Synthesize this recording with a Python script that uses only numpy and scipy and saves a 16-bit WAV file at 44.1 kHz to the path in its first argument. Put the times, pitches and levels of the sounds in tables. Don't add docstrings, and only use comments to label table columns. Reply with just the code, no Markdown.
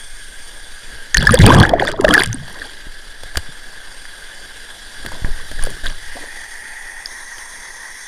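import sys
import numpy as np
from scipy import signal
from scipy.io import wavfile
from scipy.ndimage import uniform_filter1d

SR = 44100
rng = np.random.default_rng(int(sys.argv[2]) if len(sys.argv) > 2 else 0)


def unload_audio(sound):
    columns = np.transpose(np.atleast_2d(sound))
    steps = np.round(np.clip(columns, -1, 1) * 32767)
    wavfile.write(sys.argv[1], SR, steps.astype(np.int16))


N = 356019


def gain_of(db):
    return 10 ** (np.asarray(db) / 20)


def evened(x):
    return x / np.sqrt(np.mean(x ** 2) + 1e-20)


def curve(rows, t):
    s, *columns = np.transpose(rows)
    return [np.interp(t, s, column) for column in columns]


def add(mix, s, sound):
    part = mix[round(s * SR):][:len(sound)]
    part += sound[:len(part)]


def band(x, lo_hz, hi_hz, order=2):
    edges_hz = [lo_hz, min(hi_hz, SR / 2.1)]
    return signal.sosfilt(signal.butter(order, edges_hz, "band", fs=SR, output="sos"), x)


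# pitch_hz, width_hz, rock_db_per_hz, bank_db_per_hz, swinging_db_per_hz, facing_db_per_hz
CASE_RESONANCES = [(858, 205, -88, -82, -68.5, -77), (985, 240, -94, -104, -93, -69.5),
                   (1637, 219, -66.5, -65, -65, -66), (1878, 218, -94, -75, -56, -60.5),
                   (2097, 210, -71.5, -78, -93, -91), (2450, 73, -76, -83, -73, -94),
                   (3056, 580, -126, -77, -118, -148), (3400, 307, -70, -72, -75, -75.5),
                   (3926, 320, -88, -77, -93, -80), (4700, 520, -80.5, -74.5, -79, -79),
                   (5550, 400, -83, -81, -78.5, -73.5), (6300, 450, -83, -96, -77, -72.5),
                   (7700, 630, -88, -85.5, -101, -100), (8840, 1120, -72.5, -81, -77, -78),
                   (9500, 1100, -91.5, -83, -77, -76.5), (10860, 1230, -111, -86.5, -88, -87.5)]
# pitch_hz, level_db_per_hz
CASE_BASE = [(30, -78), (80, -83), (150, -82.5), (500, -78), (1200, -83), (2300, -90.5), (7000, -85.5),
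             (11800, -99), (15300, -101)]


def case_power(turn, hz):
    base_hz, base_db = np.transpose(CASE_BASE)
    power = gain_of(2 * np.interp(np.log(hz + 1), np.log(base_hz), base_db))
    for row in CASE_RESONANCES:
        detune = 2 * (hz - row[0]) / row[1]
        power = power + gain_of(2 * row[2 + turn]) / (1 + detune ** 2) ** 1.63
    return power


def through_case(x):
    log_gain = 0.5 * np.log(case_power(turn=1, hz=abs(np.fft.fftfreq(4096, 1 / SR))))
    taps = np.fft.ifft(np.exp(np.conj(signal.hilbert(log_gain)))).real[:1024]
    return signal.oaconvolve(x, taps)[:len(x)]


# time_s, level_db, treble_tilt_db_per_octave, turn
FALL_PATH = [(0, -1.5, 1, 0.27), (1.1, 0.5, -0.5, 0.97), (1.65, 2, -11, 1.5), (2.08, -11, -3.5, 1),
             (2.45, -2.5, -0.5, 1.06), (2.6, -1.5, -0.5, 1.05), (4.3, 0.5, -0.5, 0.8), (5.4, 1.5, 0, 1.06),
             (5.95, 0.5, 1, 0.98), (6.15, 0.5, 1, 1.4), (7.05, -1, .7, 2.1), (7.07, 0, 1, 2.85),
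             (7.9, -0.5, 0.5, 2.97), (8.08, -2, 3, 3)]


def waterfall():
    size, hop = 1024, 256
    frames, hz = N // hop + 5, np.fft.rfftfreq(size, 1 / SR)
    real, imaginary, patches = rng.standard_normal((3, frames, len(hz)))
    noise = real + 1j * imaginary
    patches = evened(uniform_filter1d(uniform_filter1d(patches, 10, axis=0), 14, axis=1))

    frame_s = np.arange(frames) * hop / SR
    level_db, tilt_db, turn = (c[:, None] for c in curve(FALL_PATH, frame_s))
    power = 0
    for k in range(4):
        share = np.clip(1 - abs(np.clip(turn, 0, 3) - k), 0, 1)
        power = power + share * case_power(k, hz)

    tilt_top_hz = np.where(tilt_db > 0, 5600, 15000)
    octaves = np.log2(np.clip(hz, 500, tilt_top_hz) / 2000)
    field_db = level_db + tilt_db * octaves + 1.5 * patches
    coloured = noise * np.sqrt(power * SR / 2) * gain_of(field_db)
    white, roar = signal.istft([noise.T, coloured.T], nperseg=size, noverlap=size - hop)[1]

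    flicker = uniform_filter1d(uniform_filter1d(rng.standard_normal(N), 400), 400)
    flicker_db = 0.87 * evened(flicker)
    return roar[:N] / white.std() * gain_of(flicker_db)


# time_s, push_db, thud_above_push_db
STEADY_SWAY = [(0, -29.5, -21), (1.1, -33, -19), (1.3, -22.5, 5.5), (1.7, -25, 0), (1.95, -27.5, -15),
               (2.3, -29, -3.5), (2.7, -35, -17.5), (3.6, -31, -20.5), (4.8, -38.5, -15),
               (5.2, -24.5, -15.5), (6.1, -26.5, -16.5), (6.3, -34.5, -21), (8.07, -43.5, -19)]
# peak_s, push_db, thud_db
CASE_HEAVES = [(.95, -36, -34), (1.181, -27, -15), (1.46, -12, -9), (1.56, -30, -19), (2.08, -36, -19.5),
               (2.88, -29, -45), (3.25, -40, -36), (3.38, -29.5, -21), (5.08, -44, -40), (5.3, -16, -35),
               (5.61, -10, -30), (5.86, -18, -33)]


def sway():
    heave_s, thud_s = 0.047, 0.021
    t = np.arange(N) / SR
    push_db, thud_db = curve(STEADY_SWAY, t)
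    push, thud = rng.standard_normal((2, N))
    push = band(push, 2.68, 16.6, order=3)
    push = push / np.sqrt(uniform_filter1d(evened(push) ** 2, size=SR // 6) + 0.05)
    thud = band(thud, 25.6, 67.0)

    push_size, thud_size = gain_of(push_db), gain_of(push_db + thud_db)
    for s, heave_push_db, heave_thud_db in CASE_HEAVES:
        push_size = push_size + gain_of(heave_push_db) * np.exp(-((t - s) / heave_s) ** 2)
        thud_size = thud_size + gain_of(heave_thud_db) * np.exp(-((t - s) / thud_s) ** 2)
    return push_size * evened(push) + thud_size * evened(thud)


def crack(t60_s):
    t = np.arange(int(SR * 0.06)) / SR
    burst = rng.standard_normal(len(t)) * gain_of(-60 * t / t60_s)
    burst = evened(through_case(burst)) + 0.42 * evened(burst)
    return burst / abs(burst).max()


def ring(hz, rise_ms, fall_ms, glide):
    ms = np.arange(-3 * rise_ms, 6 * fall_ms, 1000 / SR)
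    shape_db = -8 * np.where(ms < 0, (ms / rise_ms) ** 2, abs(ms / fall_ms) ** 0.97)
    cycles = hz * ms / 1000 * (1 + glide * ms / fall_ms)
    return np.sin(2 * np.pi * cycles) * gain_of(shape_db)


# start_s, crack_db, ring_db, ring_hz, shove_db
CASE_KNOCKS = [(0.946, -28, -42, 128, -47), (2.48, -23.5, -28, 870, -42), (2.497, -23, -33, 700, -50),
               (2.77, -38, -30, 3700, -53), (2.868, -42, -32, 316, -29), (3.234, -19.5, -27, 520, -48),
               (3.349, -26, -25, 700, -42), (3.356, -22, -10.5, 1650, -39), (3.371, -4.5, -12, 4700, -15.5),
               (3.374, -39, -17, 597, -35), (3.489, -41, -26, 145, -47), (4.053, -34, -22, 1690, -44),
               (5.05, -28, -28, 580, -27), (5.062, -14.5, -21, 1650, -28), (5.118, -23, -23, 940, -31),
               (5.219, -45, -18, 90, -38), (5.246, -29, -12.5, 1720, -5.5), (5.514, -18, -26, 490, -21),
               (5.625, -16.5, -22, 9150, -38), (5.637, -19, -6.5, 9600, -38), (5.651, -18, -26, 8900, -38),
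               (5.662, -16, -23, 1430, -34), (5.67, -25, -14, 530, -33), (5.703, -21.5, -21, 9500, -40),
               (5.766, -32, -30, 405, -38), (5.86, -15.5, -19, 1760, -30), (6.167, -28, -21, 636, -51),
               (6.24, -36, -26, 600, -49), (6.68, -40, -31, 3230, -56), (7.058, -22, -9, 4930, -56),
               (7.382, -21, -28, 3240, -54)]


def knocks():
    out = np.zeros(N)
    u = np.arange(int(SR * 0.1)) / SR / 0.017
    shove = (1 - u ** 2 / 4.1) * np.exp(-u ** 2 / 2.6) * (1 - np.exp(-u / 0.046))
    for s, crack_db, ring_db, hz, shove_db in CASE_KNOCKS:
        fall_ms = 1.74 * (hz / 1000) ** -0.52
        add(out, s, gain_of(crack_db) * crack(t60_s=0.022))
        add(out, s, gain_of(ring_db) * ring(hz, rise_ms=0.395, fall_ms=fall_ms, glide=0))
        add(out, s, gain_of(shove_db) * shove)
    return out


# start_s, level_db
DROP_TICKS = [(1.1445, -2.5), (1.1703, 3), (1.2268, -14), (1.253, -20), (1.2709, -12), (1.309, -10),
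              (1.3415, -1), (1.3897, -8.5), (1.421, -17), (1.464, 2), (1.524, -15), (1.547, -8),
              (1.585, -17), (1.6, -11), (1.693, -14.5), (1.798, -23), (1.841, -26), (1.851, -20),
              (1.873, -19), (1.886, -20), (1.916, -16), (2.01, -18), (2.0446, -14), (2.081, -20),
              (2.0893, -8), (2.105, -21), (2.123, -24), (2.1389, 2), (2.1893, -19), (2.223, -21),
              (2.235, -9), (2.2593, -14.5), (2.274, -25), (2.3283, -18)]


def ticks():
    lift_db = 5.0
    out = np.zeros(N)
    for s, db in DROP_TICKS:
        add(out, s, gain_of(db + lift_db) * band(crack(t60_s=0.011), 1280, 10800))
    return out


def grains(lo_hz, hi_hz, cycles, per_s, spread_db):
    out = np.zeros(N)
    pitches = 16
    for hz in np.geomspace(lo_hz, hi_hz, num=pitches):
        u = np.arange(int(4 * cycles * SR / hz)) * hz / SR
        tone = np.sin(2 * np.pi * u * (1 + 0.034 * u / cycles))
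        bubble = tone * np.exp(-u / cycles) * (1 - np.exp(-u / 0.42))
        when, size, sign = rng.random((3, N))
        sizes = gain_of(-spread_db * np.log(size + 0.0037))
        train = (when < per_s / pitches / SR) * sizes * np.sign(sign - 0.5)
        out += signal.oaconvolve(train, bubble * np.sqrt(hz))[:N]
    return evened(out)


# time_s, gurgle_db, small_bubbles_above_gurgle_db, fizz_above_gurgle_db
BOIL = [(1.13, -46, -17, 16), (1.17, -31, 8, 13), (1.19, -23.5, -6.5, -3), (1.236, -18.5, -9, -4.5),
        (1.265, -32, 0, 5), (1.316, -10, -21.5, -11.5), (1.348, -27.5, 8.5, 7), (1.385, -21.5, -7.5, -11.5),
        (1.404, -6.5, -12, -9.5), (1.47, -1.5, -11, -19), (1.51, -8, -2, -10), (1.612, -4, -7.5, -17.5),
        (1.658, -26, 4, 1), (1.72, -25.5, 6, -18.5), (1.785, -26, 4, -22), (1.8, -27, 11.5, -1.5),
        (1.886, -29, 4.5, 5.5), (1.956, -40, 8.5, -8), (2.04, -23, 1.5, -16), (2.1, -25, 8.5, -5),
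        (2.2, -31, 14, 14.5), (2.27, -29.5, -14, -5.5), (2.42, -33.5, -16, -11.5), (2.62, -57.5, 20.5, 24),
        (2.8, -58, -2, 16)]
# start_s, gurgle_db, small_bubbles_db, fizz_db
WAVELET_SLAPS = [(5.044, -33, -33, -37), (5.115, -36, -30.5, -36), (5.24, -25, -33, -56),
                 (5.37, -47, -40.5, -41), (5.511, -43, -37.5, -42), (5.579, -44, -35, -33),
                 (5.62, -40, -34, -36), (5.665, -37.5, -37, -49), (5.7, -46, -44, -36.5),
                 (5.83, -42, -37, -28), (5.854, -44, -35, -26.5), (5.889, -53, -41, -57),
                 (6.15, -48, -32.5, -42), (6.22, -52, -39.5, -40)]


def dunk():
    t = np.arange(N) / SR
    low = evened(band(grains(82.6, 210, cycles=2.33, per_s=200, spread_db=3.5), 72, 700))
    middle = grains(247.9, 1182, cycles=4.2, per_s=350, spread_db=3.0)
    fizz = evened(through_case(grains(1417, 13800, cycles=3.7, per_s=1100, spread_db=3.5)))

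    low_db, middle_db, fizz_db = curve(BOIL, t)
    inside = np.clip(np.minimum(t - BOIL[0][0], BOIL[-1][0] - t) / 0.066, 0, 1)
    boil = low + gain_of(middle_db) * middle + gain_of(fizz_db) * fizz
    out = inside * gain_of(low_db) * boil

    rise_s, t60_s = 0.0095, 0.28
    after_s = np.arange(SR // 2) / SR
    shape = np.minimum(after_s / rise_s, 1) * gain_of(-60 * after_s / t60_s)
    layers = np.array([low, middle, fizz])
    for s, *levels_db in WAVELET_SLAPS:
        water = layers[:, round(s * SR):][:, :len(shape)]
        add(out, s, shape * (gain_of(levels_db) @ water))
    return out


# peak_s, peak_db, pitch_hz, fall_ms
BUBBLES_AND_RINGS = [(1.1457, -0.5, 6560, 0.6), (1.1485, 2, 1780, 2.5), (1.172, -8, 9200, 0.48),
                     (1.176, -12, 5300, 1.5), (1.1815, -0.5, 4400, 0.83), (1.185, -11, 131, 5),
                     (1.1865, -12.5, 1690, 3.7), (1.208, -20, 2880, 1.5), (1.231, -9.5, 151, 7.5),
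                     (1.2199, -13.5, 3350, 2.3), (1.273, -13, 5150, 1.6), (1.2719, 10, 1680, 2.9),
                     (1.2941, 4, 1380, 0.36), (1.299, -8, 1200, 3.7), (1.312, -3.5, 109, 5.4),
                     (1.321, -6.5, 9500, 1.1), (1.333, -5.5, 1720, 1.5), (1.3425, 3, 8280, 1),
                     (1.3431, 3, 499, 4.3), (1.3542, -9, 4700, 1.5), (1.3748, -9.5, 3400, 2),
                     (1.381, -12, 900, 1.5), (1.402, 1.5, 152, 10), (1.4035, -7.5, 2020, 1.8),
                     (1.4223, -17, 4200, 1.7), (1.435, 5.5, 105, 9.6), (1.4406, -4.5, 2322, 0.86),
                     (1.444, -3.5, 860, 1.9), (1.4571, -5, 3120, 1.9), (1.464, 4, 8600, 0.54),
                     (1.479, -7.5, 2480, 1.8), (1.491, -1, 248, 11), (1.544, -7, 1730, 3.5),
                     (1.562, 5.5, 124, 7), (1.5875, -13, 3260, 2), (1.602, -5.5, 4340, 0.9),
                     (1.607, 3, 98, 7.8), (1.6152, -8, 1510, 2.2), (1.63, -4, 3280, 0.86),
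                     (1.6303, -7, 745, 3.1), (1.636, 0, 1617, 3.4), (1.653, 0, 1700, 0.39),
                     (1.6946, -14.5, 3210, 1.4), (1.738, 3, 662, 3.4), (1.755, -19, 640, 9.6),
                     (1.797, -11.5, 3320, 0.99), (1.7991, -2.5, 1850, 0.67), (1.8249, -3, 770, 2.2),
                     (1.831, -10.5, 534, 6.7), (1.873, -13.5, 3480, 4.1), (1.8805, -4, 1810, .8),
                     (1.944, -20, 638, 9.9), (1.963, -29, 3400, 2.2), (1.992, -21, 1300, 3.4),
                     (2.001, -4.5, 384, 3.4), (2.048, 6, 599, 4), (2.0493, -4.5, 3670, .5),
                     (2.0506, 0.5, 1640, 1.3), (2.0835, -1.5, 1760, 2.8), (2.089, -9, 490, 2.6),
                     (2.1097, -4, 3200, 2.2), (2.1102, -9, 1640, 2.9), (2.133, -7, 1414, 6.9),
                     (2.1407, -3, 9950, .6), (2.1464, 4.5, 1840, 1.1), (2.1518, 1.5, 1690, 5.9),
                     (2.18, 5.5, 1606, 2), (2.195, -9, 1480, 2), (2.2203, -1, 1890, .7),
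                     (2.2364, -5, 8550, .5), (2.2466, -15.5, 3050, .8), (2.261, -14.5, 8800, .7),
                     (2.297, -24, 181, 8), (2.322, -22, 120, 9), (2.33, -13, 6150, 1),
                     (2.3448, -13, 8700, 0.43), (2.347, -18, 257, 7.7), (2.401, -29, 130, 9),
                     (2.434, -29, 139, 9)]


def bubbles_and_rings():
    out = np.zeros(N)
    for s, db, hz, fall_ms in BUBBLES_AND_RINGS:
        rise_ms = 1.75 * (hz / 1000) ** -0.52
        start_s = s - 3 * rise_ms / 1000
        add(out, start_s, gain_of(db) * ring(hz, rise_ms, fall_ms, glide=0.01))
    return out


def scene():
    mono = waterfall() + sway() + knocks() + ticks() + dunk() + bubbles_and_rings()
    return np.array([mono, mono])


def band_limit(x):
    return signal.sosfilt(signal.butter(12, 16250, fs=SR, output="sos"), x)


# pitch_hz, width_hz
MIC_NOTCH = (7900, 330)


def record(dry):
    low_cut_hz, treble_edge_hz = 3.8, 15280
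    cut = signal.sosfilt(signal.butter(1, low_cut_hz, "high", fs=SR, output="sos"), dry)
    overloaded = np.clip(cut, -1, 1)
    notch_hz, notch_width_hz = MIC_NOTCH
    notched = signal.lfilter(*signal.iirnotch(notch_hz, notch_hz / notch_width_hz, SR), overloaded)
    edge = signal.firwin(511, treble_edge_hz, window=("kaiser", 7), fs=SR)
    limited = signal.oaconvolve(notched, edge[None], "same")
    return band_limit(np.clip(limited, -1, 1))


dry = scene()
out = record(dry)
unload_audio(out)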